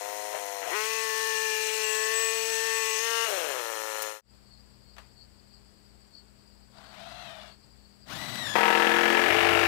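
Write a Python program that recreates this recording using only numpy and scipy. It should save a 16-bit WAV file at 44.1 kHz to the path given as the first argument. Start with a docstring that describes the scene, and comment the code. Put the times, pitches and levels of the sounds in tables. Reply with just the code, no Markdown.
"""Band sawmill and impact driver

A petrol sawmill idles on separate exhaust puffs, revs up to a drone, saws along a log with a
squealing blade and drops back to idle. It fades into a quiet yard with insects and a far hum.
After a knock on wood, a cordless impact driver whines gently, then spins up and hammers a screw
into a timber frame that rings with each blow. Nearly everything is heard on the left."""
import sys
import numpy as np
from scipy import signal
from scipy.fft import rfft, irfft
from scipy.io import wavfile
from scipy.ndimage import uniform_filter1d

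SR = 44100
rng = np.random.default_rng(int(sys.argv[2]) if len(sys.argv) > 2 else 0)


def waveform_to_disk(signal):
    """Save audio, clipped to [-1, 1], as 16-bit WAV at the path in sys.argv[1]."""
    frames = np.transpose(np.atleast_2d(signal))
    scaled = np.clip(frames, -1, 1) * 32767
    samples = np.round(scaled).astype(np.int16)
    wavfile.write(sys.argv[1], SR, samples)


N = 426447
T = np.arange(N) / SR

# Levels in the tables are relative. A "colour" says how strong each pitch is in a sound.
# Outdoor air: pitch_hz, level_db
AIR_COLOUR = [(18, -30), (30, -2), (66, -4), (156, -4.5), (202, -7.5), (284, -7), (3780, -22.5),
              (4660, -18.5), (5890, -26), (6890, -39), (7860, -24), (9190, -31), (15500, -31)]
# Tones of far machinery: pitch_hz, level_db
HUM_TONES = [(57.3, -65), (60.2, -72), (84, -73), (119, -74.5), (122, -71.5), (202, -67.5), (238, -76.5),
             (404, -80.5)]
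# Chirps of a nearby insect: time_s, level_db
INSECT_CHIRPS = [(4.53, -58.5), (4.9, -63), (5.21, -59), (5.56, -63.5), (6.17, -59), (6.88, -63),
                 (7.52, -59), (7.84, -65)]
# Knocks on the timber: time_s, level_db
KNOCKS = [(4.965, -44.5), (4.982, -38.5)]
# Knocked wood: pitch_hz, level_db
KNOCK_COLOUR = [(250, -26), (600, 7.0), (1300, 4.0), (3200, -1), (6000, -11), (14000, -22)]

# The driver's gentle run, then its fast one: start_s, end_s, fade_s, level_db, bite_s, bite_boost_db
DRIVER_RUNS = [(6.801, 7.457, .11, -48.5, 7.25, 5.5), (8.108, 8.567, 0.056, -39.5, 8.49, 9.5)]
# Motor speed, one list per run: time_s, turns_per_s
MOTOR_SPEEDS = [
    [(6.72, 210), (6.91, 290), (6.98, 595), (7.1, 672), (7.22, 680), (7.3, 620), (7.55, 540)],
    [(8.07, 198), (8.14, 570), (8.2, 660), (8.3, 664), (8.4, 650), (8.5, 574), (8.58, 550)],
]
# Gear rattle, one list per run: pitch_hz, level_db
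GEAR_COLOURS = [
    [(65, -43), (110, -5), (205, -10), (300, -16), (450, -31), (650, -1), (1050, -10.5), (1320, -7),
     (2360, -16), (3950, -11.5), (5980, -24), (15500, -37)],
    [(47, -45), (104, 0.5), (263, -2), (480, -17), (621, -5), (1130, -7), (1910, -9.5), (2430, -11),
     (3950, -8.5), (4820, -13.5), (7660, -23), (15500, -26.5)],
]
# Tones of the motor's whine: multiple_of_speed, gentle_run_db, fast_run_db
WHINE_TONES = [(1, -22, -22), (2, -17, -26), (3, -15, -7.5), (4, -13, -34), (5, -12.5, -24),
               (6, -11.5, -8.5), (9, -24, -18.5), (12, -34, -16.5), (15, -33, -26), (18, -40, -25)]
# The hammer quickens as the screw comes tight: time_s, blows_per_s
HAMMER_RATE = [(8.56, 41.75), (9.08, 43.15), (9.235, 44.6), (9.335, 48.7)]
# The timber frame while the screw sinks: pitch_hz, level_db
SINKING_COLOUR = [(35, -76), (60, -41), (175, -20), (206, -14.5), (312, -12), (343, -6), (394, -10.5),
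                  (464, -8.5), (657, -8), (910, -3.5), (1100, -9.5), (1290, -7), (1740, -4.5),
                  (4960, -23.5), (15500, -45.5)]
# The frame once the screw is tight: pitch_hz, level_db
TIGHT_COLOUR = [(24, -56), (40, -23), (96, -18.5), (253, -20.5), (333, -11.5), (368, -14), (438, -4.5),
                (522, -16.5), (621, -4.5), (1050, -12), (1730, -8.5), (1860, -8), (2640, -12.5),
                (4800, -26.5), (15500, -45.5)]
# Ringing notes of post and deck: pitch_hz, width_hz, first_bite_db, sinking_db, tight_db
TIMBER_NOTES = [(100.5, 13, -46, -38, -23), (209.4, 16, -23, -20.5, -32), (342.5, 11, -30, -13.5, -10.5),
                (440.4, 22, -27, -14, -13), (453.5, 17.5, -11, -8.5, -20), (765, 54, -11, -25, -24),
                (921, 26, -10.5, -15, -32), (936.5, 20, -5.5, -19, -24), (1313, 10, -10.5, -11.5, -16),
                (1714, 35, -12.5, -9, -12.5), (1980, 28, -21, -35, -36), (2270, 44, -31, -22, -39)]
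FIRST_TOUCH_S, FIRST_BLOW_S = 8.5546, 8.5603

# The engine idles, revs up, sags in the wood and runs down: time_s, puffs_per_s
ENGINE_SPEED = [(0, 101), (.15, 103.9), (.33, 104.2), (.39, 102), (.44, 100.5), (.57, 99.3), (.64, 97),
                (.668, 108), (.695, 136), (.73, 179), (.755, 211), (.85, 219), (.88, 221), (1.09, 221),
                (1.2, 221), (1.56, 218.5), (1.92, 217.4), (2.2, 222.5), (2.5, 223), (2.63, 224),
                (2.84, 222), (2.98, 221), (3.04, 228), (3.25, 229), (3.37, 183), (3.47, 146), (3.61, 117.4),
                (3.76, 109.7), (4.1, 107.3)]
# The throttle: time_s, opening (0 to 1)
THROTTLE = [(0, 0), (.71, 0), (.76, 1), (3.25, 1), (3.29, 0), (4.3, 0)]
# The silencer from afar: pitch_hz, level_db
FAR_PIPE_COLOUR = [(150, -47), (300, -16), (420, 4), (520, 4.5), (620, 6.5), (730, 6), (940, 5),
                   (1150, -12), (1500, -34), (1680, -6), (1980, -1.5), (2300, -24), (3200, -62),
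                   (7000, -70)]
# The silencer while the engine runs down: pitch_hz, level_db
RUN_DOWN_COLOUR = [(150, -50), (300, -13.5), (450, 5), (600, 5), (720, -2), (950, -8.5), (1300, -6),
                   (1700, -4), (2200, -24), (3200, -24), (7000, -79)]
# The silencer from close by: pitch_hz, level_db
NEAR_PIPE_COLOUR = [(120, -48), (200, -42), (314, -12), (430, 1.5), (536, 7.5), (661, -6.5), (947, 2.5),
                    (1090, -4), (1400, 3), (1540, -20), (1730, 3), (1920, -6), (3200, -26), (4160, -56),
                    (7040, -120)]
# Engine tones that fade against their echo as the saw carriage travels:
# multiple_of_speed, cutting_db, running_free_db, echo_share (0 to 1), fade_at_s, next_fade_at_s
ECHOED_TONES = [(2, -39, -38.5, .2, 0.42, 3.27), (3, -57, -51, 0.68, 1.45, 2.84),
                (4, -48, -42.5, .35, 0.35, 2.18), (5, -47, -40, 0.74, 1.654, 2.52),
                (6, -57, -41.5, 0.1, 2.07, 2.82), (7, -57, -42, 0.55, 1.49, 2.31),
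                (8, -40, -43, 0.58, 1.761, 2.41), (9, -47.5, -47, 0.67, 1.51, 2.51),
                (11, -45, -48, 0.5, 1.14, 1.988), (12, -48, -42.5, 0.6, 1.26, 2.41)]
# Weaker engine tones: multiple_of_speed, level_db
WEAK_TONES = [(1, -37), (10, -14.5), (13, -13.5), (14, -20.5), (15, -21), (16, -18.5), (18, -17), (19, -20),
              (20, -16), (23, -17)]
# Yelps of the mill's drive as it takes up: start_s, end_s, pitch_hz, level_db
YELPS = [(0.341, 0.371, 692, -39), (0.674, 0.705, 698, -39)]
# Rush of fan, belt and blade, one row each for middle, upper middle and treble:
# base_db, db_per_octave_of_speed, db_per_unit_of_roughness, db_per_s (as the mill nears)
RUSH_LEVELS = [(-44, -1.5, 20.5, 0.17), (-53, 8, 6.5, 1.0), (-45.5, 7, -2.5, 0.43)]
# The rasp in the upper middle: pitch_hz, level_db
RASP_COLOUR = [(200, -78), (900, -25.5), (1700, -9.0), (2300, -7.5), (2750, -4.5), (3200, -6.5),
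               (4200, -18), (7000, -38)]
# Air from the fan: pitch_hz, level_db
FAN_COLOUR = [(1760, -21.5), (3000, -11), (3900, -4), (4230, -0.5), (4590, -7.5), (5310, 1), (6610, 0.5),
              (7180, -1.5), (8240, -3), (8950, -5.5), (9780, -3.5), (11700, -3), (13900, -13), (15000, -3),
              (15500, -19)]
# Saw teeth in wood: pitch_hz, level_db
TEETH_COLOUR = [(300, -64), (1760, -18), (3000, -17.5), (3800, -7.5), (4350, -2), (4750, -6.5), (5200, -1),
                (6650, 0.5), (7200, -7), (8700, -5.5), (9200, -9.5), (10600, -7), (11200, -11),
                (14300, -13.5), (15500, -12)]
# Ringing notes of the blade guard: pitch_hz, width_hz, level_db
GUARD_NOTES = [(4187, 48, 0.5), (5930, 91, -4.5), (6690, 83, 1), (7650, 32, -1), (8880, 79, -1.5),
               (12200, 120, -6), (13100, 38, -4), (14700, 110, -11.5)]
# The blade ticks against its guide: time_s, level_db
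BLADE_TICKS = [(4.022, -25.5), (4.0274, -26.5)]
# The blade squeals: start_s, end_s, level_db
BLADE_SQUEALS = [(0.86, 0.867, -46), (.99, 1.04, -49), (1.14, 1.251, -58), (1.36, 1.55, -51),
                 (1.62, 1.82, -49.5), (1.83, 2.06, -42.5), (2.146, 2.306, -40.5), (2.346, 2.72, -45.5),
                 (2.75, 2.792, -41), (2.83, 2.971, -44)]
# The steel band sings: start_s, end_s, pitch_hz, level_db
BLADE_SONGS = [(0.91, .98, 2650, -38), (1.353, 1.75, 2806, -40), (1.81, 1.93, 2770, -35),
               (2.0, 2.947, 2758, -43), (3.17, 3.26, 2868, -34.5)]
IDLE_PUFFS_PER_S, CUT_START_S, CUT_END_S = 103, 0.83, 3.056


def from_db(db):
    """Turn decibels into a number to multiply by."""
    return 10 ** (np.asarray(db) / 20)


def unit_power(x):
    """Scale a sound so its average power is one."""
    return x / np.sqrt(np.mean(x ** 2) + 1e-20)


def hammer_power(x):
    """Scale a sound so its power is one while the hammer works."""
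    return x / np.std(x[T >= FIRST_TOUCH_S])


def evened(x):
    """Hold the power near one from moment to moment."""
    power = uniform_filter1d(x * x, 3000)
    return x / np.sqrt(np.maximum(power, 0) + 1e-4 * power.max())


def curve(rows):
    """Join (time, value) points with straight lines."""
    return np.interp(T, *np.transpose(rows))


def during(start, end, fade=0.005):
    """One between two times, with short ramps outside."""
    return np.clip(1 + np.minimum(T - start, end - T) / fade, 0, 1)


def swell(centre_s, half_length_s):
    """A smooth rise and fall around a moment."""
    return np.exp(-np.minimum(((T - centre_s) / half_length_s) ** 2, 20))


def noise():
    """Plain white hiss."""
    return rng.standard_normal(N)


def drift(rate):
    """Wander to a new random value `rate` times a second."""
    points = rng.standard_normal(int(rate * T[-1]) + 3)
    return np.interp(T * rate, np.arange(len(points)), points)


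def band(x, low_hz, high_hz, order=2):
    """Keep the sound between two pitches."""
    sections = signal.butter(order, [low_hz, high_hz], "band", fs=SR, output="sos")
    return signal.sosfilt(sections, x + 1e-18)


def resonate(x, hz, width_hz):
    """Ring at one pitch; a narrower width rings longer."""
    r = np.exp(-np.pi * width_hz / SR)
    feedback = [1, -2 * r * np.cos(2 * np.pi * hz / SR), r * r]
    return signal.lfilter(np.array([1, 0, -1]) * (1 - r * r) / 2, feedback, x + 1e-18)


def colour(x, spectrum, size=4096):
    """Make each pitch louder or softer as a colour table says."""
    hz, db = np.transpose(spectrum)
    grid_hz = np.maximum(np.arange(size // 2 + 1) * SR / size, 1)
    gains = from_db(np.interp(np.log(grid_hz), np.log(hz), db))
    cepstrum = irfft(np.log(gains))
    cepstrum[1:size // 2] *= 2   # folded so the filter rings after a hit, never before
    cepstrum[size // 2 + 1:] = 0
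    return signal.oaconvolve(x, irfft(np.exp(rfft(cepstrum))))[:N]


def turns(rate):
    """Count the cycles completed so far."""
    return np.cumsum(rate) / SR


def tone(cycles):
    """A pure tone that starts at a random point in its wave."""
    return np.sqrt(2) * np.sin(2 * np.pi * (cycles + rng.random()))


def whistle(hz, width_hz):
    """A narrow band of noise around a steady or moving pitch."""
    smoothing = signal.butter(2, width_hz / 2, fs=SR, output="sos")
    slow = signal.sosfilt(smoothing, rng.standard_normal((2, N)))
    angle = 2 * np.pi * turns(np.full(N, hz))
    return unit_power(slow[0] * np.cos(angle) + slow[1] * np.sin(angle))


def clicks(times, sizes):
    """Single clicks, each shared between its two nearest samples."""
    at, out = np.clip(times * SR, 0, N - 2), np.zeros(N)
    whole = at.astype(int)
    np.add.at(out, whole, sizes * (1 - at % 1))
    np.add.at(out, whole + 1, sizes * (at % 1))
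    return out


def noise_tails(hits, decay_s):
    """Give each click a tail of noise that falls 60 dB in decay_s."""
    return signal.lfilter([1], [1, -from_db(-60 / (decay_s * SR))], hits + 1e-18) * noise()


def bursts(events, decay_s):
    """A short dying noise for each (time, level) row."""
    times, db = np.transpose(events)
    return noise_tails(clicks(times, from_db(db)), decay_s)


def air():
    """Soft outdoor background."""
    return from_db(-65) * unit_power(colour(noise(), AIR_COLOUR))


def far_hum():
    """Distant machinery hums on low, wavering tones."""
    return sum(from_db(db + 2 * drift(4.8)) * tone(turns(hz + .5 * drift(2.96))) for hz, db in HUM_TONES)


def insects(pulse_every_s=.312):
    """One insect chirps now and then, one keeps time, and a chorus carries on behind."""
    chirps = sum(from_db(db) * swell(s, half_length_s=0.048) for s, db in INSECT_CHIRPS)
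    chirper = whistle(hz=4460, width_hz=230) * chirps
    pulses = sum(swell(s, half_length_s=.022) for s in np.arange(4.3, T[-1], pulse_every_s))
    timekeeper = from_db(-64) * whistle(hz=4790, width_hz=130) * pulses
    chorus = from_db(-69.5) * whistle(hz=4650, width_hz=530)
    return (chirper + timekeeper + chorus) * from_db(2.5 * drift(50))


def insect_trill(flutters_per_s=17):
    """A higher insect trills without a pause."""
    buzz = unit_power(resonate(resonate(noise(), 7980, 400), 7120, 840))
    return from_db(-73.5) * buzz * (1 + 0.26 * np.sin(2 * np.pi * flutters_per_s * T))


def reflections(x, lag_s, scatter, size=900):
    """The sound arrives after lag_s, mixed with scattered echoes."""
    echoes = scatter * rng.standard_normal(size) / np.sqrt(size)
    echoes[0] = 1
    mixed = signal.oaconvolve(x, echoes / np.linalg.norm(echoes))
    return np.pad(mixed, (round(lag_s * SR), 0))[:N]


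def wall_echoes(x, delays_s=(.0024, .0041, .0052), gains=(-.35, .5, -.35)):
    """Nearby walls send the sound back a few milliseconds later."""
    return x + sum(gain * np.interp(T - delay, T, x, left=0) for delay, gain in zip(delays_s, gains))


def knock():
    """A light double knock on wood, with a short tail."""
    hit = from_db(-0.5) * bursts(KNOCKS, decay_s=0.056)
    tail = from_db(-11.5) * bursts(KNOCKS, decay_s=0.29)
    return colour(hit + tail, KNOCK_COLOUR)


def driver_motor(run, gear_db, smear, full_turns_per_s=683, db_per_octave=4.5):
    """A rough whine over rattling gears, louder with speed; it swells and sags as the screw bites."""
    speed = curve(MOTOR_SPEEDS[run])
    start, end, fade, level_db, bite_s, bite_boost_db = DRIVER_RUNS[run]
    whine_db = -1.5 + bite_boost_db * swell(bite_s, half_length_s=0.1)
    cycles = turns(speed * (1 + 0.01146 * drift(240)))
    whine = 0
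    for multiple, *run_db in WHINE_TONES:
        level = from_db(run_db[run] + whine_db + 2.5 * drift(200))
        whine += level * tone(multiple * cycles + smear * drift(220))
    rattle = noise() * from_db(2 * drift(200))
    gears = from_db(gear_db) * unit_power(colour(rattle, GEAR_COLOURS[run]))
    loudness = from_db(level_db + db_per_octave * np.log2(speed / full_turns_per_s))
    return (whine + gears) * loudness * during(start, end, fade)


def screw_groan(slips_per_turn=1.06, lowest_hz=639):
    """The screw sticks and slips in the wood, on a low note that follows the motor."""
    hz = np.maximum(slips_per_turn * curve(MOTOR_SPEEDS[0]), lowest_hz)
    return from_db(-54.5) * evened(whistle(hz, width_hz=47)) * during(6.98, 7.42, fade=0.045)


def tightness():
    """Zero while the screw sinks, one once its head is seated."""
    return np.interp(T, [9.2, 9.32], [0, 1])


def hammer_blows(tight_boost_db=1, scatter_db=4.4):
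    """Times and levels of a light first touch, then a run of blows, harder on the tight screw."""
    count = turns(curve(HAMMER_RATE) * (T >= FIRST_BLOW_S))
    blow_samples = np.searchsorted(count, np.arange(count[-1]), side="right")
    times = np.append(FIRST_TOUCH_S, T[blow_samples])
    db = -18 + tight_boost_db * np.interp(times, T, tightness())
    db += scatter_db * rng.uniform(-1, 1, len(times))
    db[0] -= 5
    return times, db


def frame_clatter(blows, decay_s=.15, stages=4, size=6000):
    """The frame's many crowded notes answer each blow alike, changing slowly as the screw goes in."""
    depth = np.interp(T, [8.55, T[-1]], [0, stages - 1])
    decay = from_db(-60 * np.arange(size) / SR / decay_s)
    out = 0
    for stage in range(stages):
        share = np.sqrt(np.clip(1 - abs(depth - stage), 0, 1))
        out += signal.oaconvolve(blows * share, rng.standard_normal(size) * decay)[:N]
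    return out


def timber_ring(blows):
    """Post and deck ring on between blows; their notes change in strength as the screw tightens."""
    out = 0
    for k, (hz, width_hz, bite_db, sinking_db, tight_db) in enumerate(TIMBER_NOTES):
        db = np.interp(T, [8.7, 8.95, 9.2, 9.32], [bite_db, sinking_db, sinking_db, tight_db])
        out += evened(resonate(blows, hz, width_hz)) * from_db(db) * (-1) ** k
    return out


def hammering(times, db):
    """Each blow shakes the timber about equally hard, over a hiss of gears and cooling air."""
    blows = clicks(times, from_db(0.047 * db))
    shaking = hammer_power(frame_clatter(blows))
    shaking += from_db(1) * hammer_power(noise_tails(blows, decay_s=0.29))
    sinking = (1 - tightness()) * hammer_power(colour(shaking, SINKING_COLOUR))
    tight = tightness() * hammer_power(colour(shaking, TIGHT_COLOUR))
    hiss = unit_power(band(noise(), 2260, 17500, order=1)) * during(times[0], T[-1])
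    return from_db(-26.5) * (sinking + tight) + from_db(-24.5) * timber_ring(blows) + from_db(-47) * hiss


def steel_cracks(times, db, rebound_s=.005):
    """Steel hits steel: a very short crack, then a rebound that is usually weaker."""
    timing, strength = rng.standard_normal((len(times), 2)).T
    rebounds = clicks(times + rebound_s + 0.000397 * timing, from_db(db - 3.5 + 2.4 * strength))
    strikes = clicks(times, from_db(db)) + rebounds
    return from_db(-34.5) * hammer_power(resonate(resonate(strikes, 2750, 460), 2000, 680))


def impact_driver(times, db):
    """A gentle run, a fast run, then the hammer blows."""
    gentle = driver_motor(0, gear_db=-1.5, smear=0.26) + screw_groan()
    fast = driver_motor(1, gear_db=-0.5, smear=0.23)
    return gentle + fast + hammering(times, db) + steel_cracks(times, db)


def octaves_up(speed):
    """How many times the engine speed has doubled since idle."""
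    return np.log2(speed / IDLE_PUFFS_PER_S)


def firing_roughness(speed, throttle, steady=0.17, most=0.54):
    """Firing gets uneven at speed changes and throttle tugs, and is smooth at full throttle."""
    octaves_per_s = uniform_filter1d(abs(np.gradient(octaves_up(speed))) * SR, 2200)
    tugs = sum(during(start, end, fade=.01) for start, end, _, _ in YELPS)
    return np.minimum(steady + 0.17 * octaves_per_s + tugs, most) * (1 - throttle)


def exhaust_bark(puffs, start_s=.725, end_s=.845, hz=1945, width_hz=340):
    """The silencer rings brightly: faint in the first idle, strong as the throttle snaps open."""
    ring = evened(resonate(resonate(puffs, hz, width_hz), hz, width_hz))
    return ring * (from_db(-37) * during(start_s, end_s, fade=0.031) + from_db(-53.5) * (T < start_s))


def exhaust_putter(cycles, speed, throttle, roughness, db_per_octave=2.5):
    """Separate puffs ring the silencer, far off before the cut and close by after it."""
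    times = np.interp(np.arange(1, cycles[-1]), cycles, T)
    rough = np.interp(times, T, roughness)
    timing, strength = rng.standard_normal((len(times), 2)).T
    puffs = clicks(times + 0.0003 * rough * timing, from_db(3 * rough * strength))
    echoed = wall_echoes(puffs)
    speed_gain = from_db(db_per_octave * octaves_up(speed))
    far = from_db(-40) * evened(colour(echoed, FAR_PIPE_COLOUR)) * (T < 2)
    settled = np.interp(T, [3.45, 3.7], [0, 1])
    pipe = (1 - settled) * colour(puffs, RUN_DOWN_COLOUR) + settled * colour(puffs, NEAR_PIPE_COLOUR)
    near = from_db(-39.5) * evened(pipe) * speed_gain * (T > 2)
    return (far + near) * speed_gain * np.sqrt(1 - throttle) + exhaust_bark(echoed)


def carriage_echo(share, fade_at_s, next_fade_at_s):
    """A tone and its echo cancel and add in turn, faster as the saw carriage comes nearer."""
    here, first, second = (np.exp(0.43 * s) for s in (T, fade_at_s, next_fade_at_s))
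    angle = 2 * np.pi * (here - first) / (second - first)
    return np.sqrt(1 + share ** 2 - 2 * share * np.cos(angle))


def engine_drone(cycles, waver_db=5.5):
    """At full throttle the puffs merge into tones at multiples of the engine speed."""
    cutting = during(CUT_START_S + .05, CUT_END_S - .05, fade=0.14)
    cycles = cycles + 0.0045 * drift(150)
    out = 0
    for multiple, cutting_db, free_db, *echo in ECHOED_TONES:
        level = cutting * from_db(cutting_db) * carriage_echo(*echo) + (1 - cutting) * from_db(free_db)
        out += tone(multiple * cycles) * level
    for multiple, db in WEAK_TONES:
        out += tone(multiple * cycles + 0.054 * drift(120)) * from_db(db - 40 + waver_db * drift(4.1))
    return out


def drive_yelps():
    """The drive yelps briefly when the throttle is tugged."""
    return sum(from_db(db) * whistle(hz, width_hz=140) * during(start, end)
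               for start, end, hz, db in YELPS)


def blade_ticks():
    """The blade taps against its guide."""
    return from_db(-0.5) * band(bursts(BLADE_TICKS, decay_s=0.018), 4500, 15400)


def blade_breakout():
    """The teeth rasp at the end of the log."""
    return from_db(-40.5) * swell(2.98, half_length_s=0.11) * whistle(hz=6300, width_hz=770)


def saw_rush(cycles, speed, throttle, roughness, grain_db=1.5):
    """Noise of air and teeth throbs with the engine, rings the guard and turns grainy in the wood."""
    middle_gain, upper_gain, treble_gain = (
        from_db(db + per_octave * octaves_up(speed) + rough_db * roughness + db_per_s * T)
        for db, per_octave, rough_db, db_per_s in RUSH_LEVELS)
    throb = 1 + 0.18 * np.cos(2 * np.pi * cycles)
    body = from_db(-9.5) * unit_power(band(noise() * throb, 426, 2310, order=3))
    rasp = from_db(-0.5) * unit_power(colour(noise() * throb, RASP_COLOUR))
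    guard = unit_power(sum(from_db(db) * resonate(noise(), hz, width) for hz, width, db in GUARD_NOTES))
    fan = from_db(-0.5) * unit_power(colour(noise() * throb, FAN_COLOUR))
    grains = noise() * throb * from_db(grain_db * drift(500))
    teeth = from_db(-0.5) * unit_power(colour(grains, TEETH_COLOUR))
    treble = (1 - throttle) * fan + throttle * teeth + from_db(-4.5 - 6.5 * throttle) * guard
    rumble = from_db(-78 + 8 * throttle) * unit_power(band(noise(), 45, 350, order=1))
    rasp *= from_db(grain_db * drift(120))
    return middle_gain * body + upper_gain * rasp + treble_gain * treble + rumble


def blade_squeal(speed, octave_db=-22):
    """The blade rubs in the cut and squeals, higher when the engine runs faster."""
    pitch_hz = 7756 + 25 * (speed - 221.5) + 7.5 * drift(200) + 22 * drift(22)
    cycles = turns(pitch_hz)
    squeals = [from_db(db) * during(start, end, fade=0.021) for start, end, db in BLADE_SQUEALS]
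    level = np.max(squeals, axis=0) * from_db(3 + 2 * drift(40.05))
    return level * (tone(cycles) + from_db(octave_db) * tone(2 * cycles))


def blade_song():
    """The steel band rings with a rough note that comes and goes."""
    return sum(from_db(db - 4.5) * whistle(hz, width_hz=89) * during(start, end, fade=.06)
               for start, end, hz, db in BLADE_SONGS)


def sawmill(silent_at_s=4.212, fade_s=0.15):
    """Engine, fan and blade follow one speed and fade out together."""
    speed, throttle = curve(ENGINE_SPEED), curve(THROTTLE)
    hunting = 1 + 0.003005 * throttle * drift(16)   # the speed governor wanders a little under load
    cycles = turns(speed * hunting)
    roughness = firing_roughness(speed, throttle)
    engine = exhaust_putter(cycles, speed, throttle, roughness) + np.sqrt(throttle) * engine_drone(cycles)
    saw = blade_ticks() + blade_breakout() + saw_rush(cycles, speed, throttle, roughness)
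    mill = engine + saw + blade_squeal(speed) + blade_song() + drive_yelps()
    return mill * np.clip((silent_at_s - T) / fade_s, 0, 1)


def scene():
    """The left side carries the sound; the right has only faint reflections and some air."""
    blow_times, blow_db = hammer_blows()
    mill = sawmill()
    work = knock() + impact_driver(blow_times, blow_db)
    yard_fade = during(4.33, T[-1], fade=0.14) ** 2
    yard = insect_trill() + air() + far_hum() + insects()
    left = mill + work + yard_fade * yard
    right = from_db(-34) * reflections(mill, lag_s=0.000876, scatter=0.93)
    right += from_db(-23) * reflections(work, lag_s=0, scatter=6.9)
    right += from_db(-8) * yard_fade * air()
    return 2 * np.array([left, right])


def record(dry, cutoff_hz=15600):
    """Cut off the highest treble steeply."""
    return signal.sosfilt(signal.ellip(12, .2, 80, cutoff_hz, fs=SR, output="sos"), dry)


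dry = scene()
out = record(dry)
waveform_to_disk(out)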